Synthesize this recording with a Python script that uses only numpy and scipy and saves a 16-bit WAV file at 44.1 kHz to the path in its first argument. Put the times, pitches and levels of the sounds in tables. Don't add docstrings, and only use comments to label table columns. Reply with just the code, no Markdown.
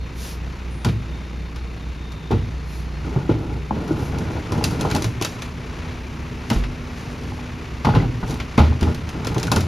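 import sys
import numpy as np
from scipy import signal
from scipy.fft import rfft, irfft, next_fast_len
from scipy.io import wavfile
from scipy.ndimage import uniform_filter1d, map_coordinates

SR = 44100
rng = np.random.default_rng(int(sys.argv[2]) if len(sys.argv) > 2 else 0)


def log_audio(samples):
    frames = np.atleast_2d(samples).T
    limited = np.clip(frames, -1, 1)
    pcm = np.round(limited * 32767).astype(np.int16)
    wavfile.write(sys.argv[1], SR, pcm)


N = 426447
TIME_S = np.arange(N) / SR


def amp(db):
    return 10 ** (np.asarray(db) / 20)


def unit(x):
    return x / np.sqrt(np.mean(abs(x) ** 2) + 1e-20)


def along(points, hz):
    point_hz, values = np.transpose(points)
    return np.interp(np.log(hz + 1), np.log(point_hz + 1), values)


def wobble(rate_hz):
    return map_coordinates(rng.standard_normal(int(N * rate_hz / SR) + 4), [TIME_S * rate_hz])


def held(start_s, length_s, level_db, rise_s, fall_s):
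    before = np.maximum(start_s - TIME_S, 0) / rise_s
    after = np.maximum(TIME_S - start_s - length_s, 0) / fall_s
    return amp(level_db - 23.5 * (before + after))


def filtered(x, response):
    size = next_fast_len(N + SR // 2)
    return irfft(rfft(x, size) * response(np.fft.rfftfreq(size, 1 / SR)), size)[..., :N]


def coloured(x, spectrum):
    return filtered(x, lambda hz: unit(amp(along(spectrum, hz))))


def rung(x, modes):
    def bank(hz):
        return unit(sum((-1) ** k * amp(db) * 1j * hz * width / (centre ** 2 - hz ** 2 + 1j * hz * width)
                        for k, (centre, width, db) in enumerate(modes)))
    return filtered(x, bank)


def bursts(starts_s, levels_db, t60_s, attack_s):
    t, power = np.arange(SR // 2) / SR, np.zeros(N + SR)
    for start, db in np.broadcast(starts_s, levels_db):
        power[round(start * SR):][:len(t)] += amp(db - 60 * t / t60_s) ** 2 * (1 - np.exp(-t / attack_s))
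    return np.sqrt(power[:N]) * rng.standard_normal(N)


def grains(rate_hz, spread_db, decay_s):
    knocks = (rng.random(N) < rate_hz / SR) * amp(2 * spread_db * rng.standard_normal(N))
    power = signal.lfilter([1], [1, -np.exp(-1 / (decay_s * SR))], knocks)
    return unit(np.sqrt(power) * rng.standard_normal(N))


def struck(starts_s, levels_db, favoured_hz, modes, focus_db_oct, flex=1, contact_s=0.0012):
    t, rings = np.arange(SR // 4) / SR, np.zeros(N + SR)
    hz, width_hz, mode_db = np.transpose(modes)[..., None]
    envelope = np.exp(-np.pi * width_hz * t) * (1 - np.exp(-t / contact_s))
    for start, db, centre_hz in np.broadcast(starts_s, levels_db, favoured_hz):
        share_db = mode_db - focus_db_oct * abs(np.log2(hz / centre_hz))
        share_db += flex * rng.normal(0, 3.5, hz.shape)
        tuned_hz = hz * (1 + flex * 0.035 * rng.standard_normal(hz.shape))
        partials = amp(db + share_db) * envelope * np.sin(2 * np.pi * tuned_hz * t)
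        rings[round(start * SR):][:len(t)] += partials.sum(axis=0)
    return rings[:N]


def unsteady_phase(hz, drift):
    return 2 * np.pi * np.cumsum(hz * (1 + drift * wobble(1.426))) / SR


def tone(phase, flutter_db, orders=((1, 0),)):
    return np.sqrt(2) * sum(amp(db + flutter_db * wobble(5.3)) * np.sin(k * phase + rng.random() * 2 * np.pi)
                            for k, db in orders)


# order, level in dB.
TRUCK_ORDERS = [(3, -46), (6, -40), (8, -50), (12, -50.5), (14, -46), (15, -47.5)]
# frequency in Hz, relative density in dB.
RUMBLE_SPECTRUM = [(18, -30), (36, -19), (60, 6), (120, 1), (250, -7.5), (460, -11), (560, -34), (900, -47)]
BAY_SPECTRUM = [(200, -29), (480, 2.5), (680, 0), (1000, 1.5), (1600, -2.5), (2400, -1.5), (2750, -3.5),
                (3100, -7.5), (4500, -11), (7000, -16), (10000, -25), (15500, -71)]


def truck_idle(crank_hz=10.76):
    nearness = np.clip((TIME_S - 3.57) / 0.9, 0, 1)
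    crank = unsteady_phase(crank_hz, drift=0.0024)
    hum = tone(crank, flutter_db=2, orders=TRUCK_ORDERS)
    rumble_db = -35 + 3 * nearness + 0.32 * wobble(3.8)
    rumble = amp(rumble_db) * coloured(rng.standard_normal(N), RUMBLE_SPECTRUM)
    firing_db = 1.6 * np.sin(3 * crank) + 1.1 * np.cos(6 * crank) + 0.6 * wobble(5)
    clatter = coloured(grains(rate_hz=2000, spread_db=1, decay_s=0.015), BAY_SPECTRUM)
    return hum + rumble + amp(-43 + 3 * nearness + firing_db) * clatter


# order, relative level in dB.
DRONE_ORDERS = [(1, -23), (2, 2), (3, -18), (4, -16), (5, -10), (6, -15), (7, -17), (9, -19), (11, -21)]
# frequency in Hz, relative level in dB.
WHINE_BANDS = [(3660, -29), (4265, -29)]


def second_engine(firing_hz=30.2, whine_width_hz=45):
    drone = tone(unsteady_phase(firing_hz, drift=0.001), flutter_db=0.8, orders=DRONE_ORDERS)
    whine = sum(amp(db + 6 * wobble(1.77)) * unit(rung(rng.standard_normal(N), [(hz, whine_width_hz, 0)]))
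                for hz, db in WHINE_BANDS)
    return held(start_s=0, length_s=3.62, level_db=-33, rise_s=0.1, fall_s=0.9) * (drone + whine)


# start in seconds, length in seconds, level in dB.
VALVE_PUFFS = [(0.186, 0.15, -38), (2.685, 0.14, -47.5), (3.98, 0.12, -46)]
# frequency in Hz, relative density in dB.
AIR_SPECTRUM = [(1500, 2), (3500, 5), (5500, 7), (8000, 3), (11000, 3), (15500, -8)]


def air_valves():
    gate = sum(amp(db) * ((TIME_S > start) & (TIME_S < start + length))
               for start, length, db in VALVE_PUFFS)
    flow = uniform_filter1d(uniform_filter1d(gate, size=3200), size=3200)
    return flow * coloured(rng.standard_normal(N), AIR_SPECTRUM)


def hinge_squeak():
    whistle = tone(unsteady_phase(hz=9140, drift=0.001), flutter_db=1.5)
    return held(start_s=0.715, length_s=0.13, level_db=-51, rise_s=0.03, fall_s=0.008) * whistle


# start in seconds, level in dB, brightness in dB.
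BIN_SNAPS = [(0.847, -12, -5.5), (0.886, -27, -18), (1.56, -26, -8.5), (2.12, -28.5, -5), (2.311, -23, -10),
             (4.185, -39.5, 13.5), (4.5206, -29.5, 5.5), (4.6402, -13.5, 5.5), (4.792, -26, -10),
             (4.81, -17, 0), (4.902, -20, -4), (4.9123, -13, -7), (4.949, -23, 8), (4.963, -17, -1),
             (5.022, -22, 4), (5.0432, -13.5, -4), (5.213, -22, 1.5), (5.223, -13.5, 0), (5.248, -10, -3.5),
             (5.4206, -17.5, -5.5), (6.5009, -9.5, -8), (6.637, -28.5, -18), (7.848, -15.5, -12),
             (7.949, -20, -14), (8.4002, -20.5, -14), (8.577, -13, -12), (8.591, -21, -3),
             (8.81, -19.5, -6), (8.828, -17.5, -9.5), (8.946, -21.5, -6), (9.0903, -21, -5.5),
             (9.247, -19, -6), (9.2697, -13.5, -5), (9.345, -22.5, -4.5), (9.381, -22.5, 1.5),
             (9.398, -20.5, -4), (9.43, -20.5, 4), (9.4695, -20.5, -2.5), (9.517, -8.5, -0.5),
             (9.561, -13, 1), (9.607, -20.5, 1.5)]
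# frequency in Hz, relative density in dB.
RATTLE_SPECTRUM = [(1200, 3.5), (2400, 3), (4000, -2), (7000, -15), (15500, -32)]
GRIT_SPECTRUM = [(800, -2.5), (2200, -6.5), (4500, -2), (7000, -4.5), (10000, -10), (15500, -22)]
# frequency in Hz, width in Hz, relative dB.
RIM_MODES = [(597, 77, 4), (850, 125, 5), (1003, 70, 1), (1237, 180, -3.5), (1439, 78, -0.5),
             (2004, 47, -12)]
HINGE_MODES = [(2610, 120, 27), (3800, 130, 30.5)]
CATCH_MODES = [(3400, 150, 0), (4050, 140, 0), (4900, 170, -1), (5600, 200, -3)]


def snaps(crunch_s=0.024):
    start_s, db, bright_db = np.transpose(BIN_SNAPS)
    hard_db = db + bright_db
    dull = coloured(bursts(start_s, db - bright_db - 17.5, t60_s=0.087, attack_s=0.0029), RATTLE_SPECTRUM)
    crack = bursts(start_s, hard_db - 2.5, t60_s=0.018, attack_s=0.00037)
    lateness, softness = rng.random((2, len(start_s), 4))
    crunch = bursts(start_s[:, None] + crunch_s * lateness, hard_db[:, None] - 20 - 8 * softness,
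                    t60_s=0.012, attack_s=0.0005)
    chatter = bursts(start_s, hard_db - 10.5, t60_s=0.091, attack_s=0.0024)
    rim = struck(start_s, db - 12.5, favoured_hz=1380, modes=RIM_MODES, focus_db_oct=11.5)
    catch = struck(start_s, db - 13.5, favoured_hz=4630, modes=CATCH_MODES, focus_db_oct=1.8)
    hinge = 0.44 * rung(chatter, HINGE_MODES)
    return dull + coloured(crack + crunch + chatter, GRIT_SPECTRUM) + rim + catch + hinge


def hollow_boom(starts_s, pitches_hz, levels_db, loss_db_cycle=2.03, attack_s=0.0035):
    t, boom = np.arange(SR) / SR, np.zeros(N + SR)
    for start, hz, db in zip(starts_s, pitches_hz, levels_db):
        air = np.sin(2 * np.pi * hz * t)
        floor = 0.26 * np.sin(2 * np.pi * (1.4 * hz * t + rng.random()))
        envelope = amp(db - loss_db_cycle * hz * t) * (1 - np.exp(-t / attack_s))
        boom[round(start * SR):][:SR] += envelope * (air + floor)
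    return boom[:N]


# frequency in Hz, width in Hz, relative level in dB.
WALL_MODES = [(145.4, 33.6, 5.5), (201.2, 23.8, 4), (237.7, 35.3, 2), (317, 37.5, 4), (357, 71, -2),
              (459.5, 101, -3.5)]


def wall_ring(start_s, pitch_hz, db, split_hz=356, cutoff_hz=2500):
    wall = struck(start_s, db - 2, pitch_hz, WALL_MODES, focus_db_oct=47)
    lean_db = 2.5 * np.log2(pitch_hz / split_hz)
    for modes, cut_db in ((WALL_MODES[:4], lean_db), (WALL_MODES[4:], -lean_db)):
        shudder = bursts(start_s, db - 12.5 - np.maximum(cut_db, 0), t60_s=0.13, attack_s=0.0017)
        wall += rung(shudder, modes)
    return filtered(wall, lambda hz: 1 / (1 + 1j * hz / cutoff_hz) ** 2)


# start in seconds, wall level in dB, wall pitch in Hz,
# boom pitch in Hz, boom level in dB, rim level in dB.
BIN_BLOWS = [(0.849, -15, 173, 134, -17.5, -22), (0.863, -13, 244, 107, -10.5, -23),
             (0.89, -20, 202, 114, -33, -35), (2.307, -9, 368, 132, -28, -25),
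             (2.316, -3, 428, 115.3, -11, -18), (2.339, -14, 173, 94.3, -12.5, -27),
             (3.161, -8, 173, 130.3, -9.5, -27), (3.293, -3.5, 358, 109, -13, -17.5),
             (3.711, -9, 212, 134, -25, -27), (4.523, -26, 400, 97.5, -43, -23.5),
             (4.642, -24, 172, 93, -18, -39), (4.849, -11, 400, 112, -40, -16.5),
             (4.956, -20, 195, 88.5, -34, -18), (5.048, -14.5, 318, 114.5, -11.5, -29),
             (5.213, -15.5, 335, 108, -37, -25), (6.512, -13, 201.4, 123.5, -12, -16.5),
             (6.56, -17.5, 223, 48.5, -13, -27), (7.848, -15, 170, 134.7, -12, -13.5),
             (7.869, -5.5, 241, 96.4, -11, -16), (7.887, -14, 240, 125, -9, -15.5),
             (7.938, -7, 173, 46.8, -17, -25), (7.958, -6, 251, 114, -6.5, -14),
             (8.229, -19, 202, 45.7, -26, -23.5), (8.58, 0, 228, 134.4, -7.5, -7),
             (8.597, -5, 220, 76.4, -4, -11.5), (8.638, -28, 218, 82.6, -23, -19),
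             (8.7, -22, 200, 80.8, -13, -41), (8.822, -5, 180, 80, -12, -24),
             (8.872, -26, 211, 82, -12, -22.5), (9.363, -9.5, 179, 124, -13.5, -21.5),
             (9.517, -5, 174, 132, -22, -12), (9.565, -7.5, 179, 90, -12, -14.5)]


def blows():
    start_s, wall_db, wall_hz, boom_hz, boom_db, rim_db = np.transpose(BIN_BLOWS)
    boom = hollow_boom(start_s, boom_hz, boom_db)
    wall = wall_ring(start_s, wall_hz, wall_db)
    rim = struck(start_s, rim_db, favoured_hz=880, modes=RIM_MODES, focus_db_oct=30)
    rim_shudder = rung(bursts(start_s, rim_db - 7, t60_s=0.13, attack_s=0.00043), RIM_MODES)
    rattle = coloured(bursts(start_s, rim_db - 19, t60_s=0.36, attack_s=0.003), RATTLE_SPECTRUM)
    return boom + wall + rim + rim_shudder + rattle


# start in seconds, length in seconds, trundle level in dB, scrape level in dB.
BIN_PULLS = [(3.055, 0.51, -28, -54.5), (3.76, 0.62, -23, -50.5), (4.515, 0.23, -20.5, -44.5),
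             (4.81, 0.22, -19.5, -41.5), (5.263, 0.2, -38.5, -52), (6.515, 0.045, -35, -38.5),
             (6.923, 0.45, -36, -52), (7.958, 0.068, -18.5, -67), (8.292, 0.048, -22, -40),
             (8.846, 0.066, -21.5, -46.5), (9.159, 0.51, -24.5, -67)]
# frequency in Hz, width in Hz, relative level in dB.
HOLLOW_MODES = [(77, 36, -8.5), (115, 9.5, -2)]


def wheeling(rise_s=0.083, fall_s=0.092):
    trundle = sum(held(start, length, db - 5.5, rise_s, fall_s) for start, length, db, _ in BIN_PULLS)
    scrape = sum(held(start, length, db - 0.5, rise_s, fall_s) for start, length, _, db in BIN_PULLS)
    jolts = grains(rate_hz=330, spread_db=2.2, decay_s=0.008)
    body = rung(jolts, WALL_MODES) + amp(-1.5) * rung(jolts, HOLLOW_MODES)
    rattle = amp(-9.5) * rung(jolts, RIM_MODES) + amp(-19) * coloured(jolts, RATTLE_SPECTRUM)
    grit = coloured(grains(rate_hz=480, spread_db=6.5, decay_s=0.0056), GRIT_SPECTRUM)
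    return trundle * (body + rattle) + scrape * grit


# start in seconds, level in dB, favoured pitch in Hz.
BIN_CLUNKS = [(3.709, -11, 840), (3.909, -11, 305), (4.611, -15, 820), (7.32, -22, 800), (7.39, -21, 800),
              (7.87, -10, 860), (7.888, -12, 900), (7.938, -18, 1450), (7.951, -14, 930), (7.955, -12, 460),
              (7.999, -14, 2000), (8.228, -13, 1250), (8.585, -6, 400), (8.603, -12, 900),
              (8.724, -21, 900), (9.272, -12, 460), (9.365, -23, 840), (9.385, -13, 440),
              (9.481, -17, 1420), (9.518, -14, 1220), (9.564, -15, 1420)]


def clunks():
    start_s, db, hz = np.transpose(BIN_CLUNKS)
    return struck(start_s, db + 3, hz, WALL_MODES + RIM_MODES, focus_db_oct=60, flex=0.3)


def hydraulic_pump():
    hum = tone(unsteady_phase(hz=245.6, drift=0.002), flutter_db=2)
    return held(start_s=5, length_s=4, level_db=-42, rise_s=2.5, fall_s=0.005) * hum


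# frequency in Hz, T60 in seconds.
STREET_T60 = [(100, 1), (1000, 0.084), (8000, 0.34)]


def street_echo(x, delay_samples=700):
    hz, t, bands = signal.stft(rng.standard_normal(SR // 2), SR, nperseg=256)
    decay = amp(-60 * t / along(STREET_T60, hz)[:, None])
    tail = signal.istft(bands * decay, SR, nperseg=256)[1]
    return signal.fftconvolve(np.pad(x, (delay_samples, 0)), tail / np.linalg.norm(tail))[:N]


# frequency in Hz, gain in dB.
DIFFUSE_SHARE = [(60, -15.5), (200, -17), (400, -15.5), (800, -7.5), (1300, -3.5), (2400, -8), (4400, -25),
                 (7000, -29), (15000, -13)]


def scattered(x):
    bands = signal.stft(x, nperseg=256)[2]
    bands *= np.exp(2j * np.pi * rng.random(bands.shape))
    shuffled = 1.09 * signal.istft(bands, nperseg=256)[1][:N]
    return filtered(shuffled, lambda hz: amp(along(DIFFUSE_SHARE, hz)))


def scene():
    bins = blows() + clunks() + snaps() + wheeling() + hinge_squeak()
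    mid = bins + amp(-10.5) * street_echo(bins)
    mid += truck_idle() + second_engine() + air_valves() + hydraulic_pump()
    side = scattered(mid)
    return np.array([mid + side, mid - side])


# frequency in Hz, left minus right in dB.
PORT_BALANCE = [(60, -0.5), (130, -0.5), (290, 0.0), (640, 1.0), (1410, 2.0), (3100, 1.5), (6820, 0.5),
                (15000, 0.0)]
# frequency in Hz, left minus right in radians.
PORT_PHASE = [(0, 0), (6030, 0), (6720, -.9), (7840, -3), (8870, -3.4), (10500, -5.9), (12800, -6.8),
              (14200, -9.4), (16100, -9.4)]


def record(dry, ceiling=0.93, top_hz=15850):
    half = np.array([[0.5], [-0.5]])

    def ports(hz):
        return amp(half * along(PORT_BALANCE, hz)) * np.exp(1j * half * along(PORT_PHASE, hz))
    heard = filtered(dry, ports)
    rounded = heard / (1 + abs(heard / ceiling) ** 6) ** (1 / 6)
    return filtered(rounded, lambda hz: hz < top_hz)


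dry = scene()
out = record(dry)
log_audio(out)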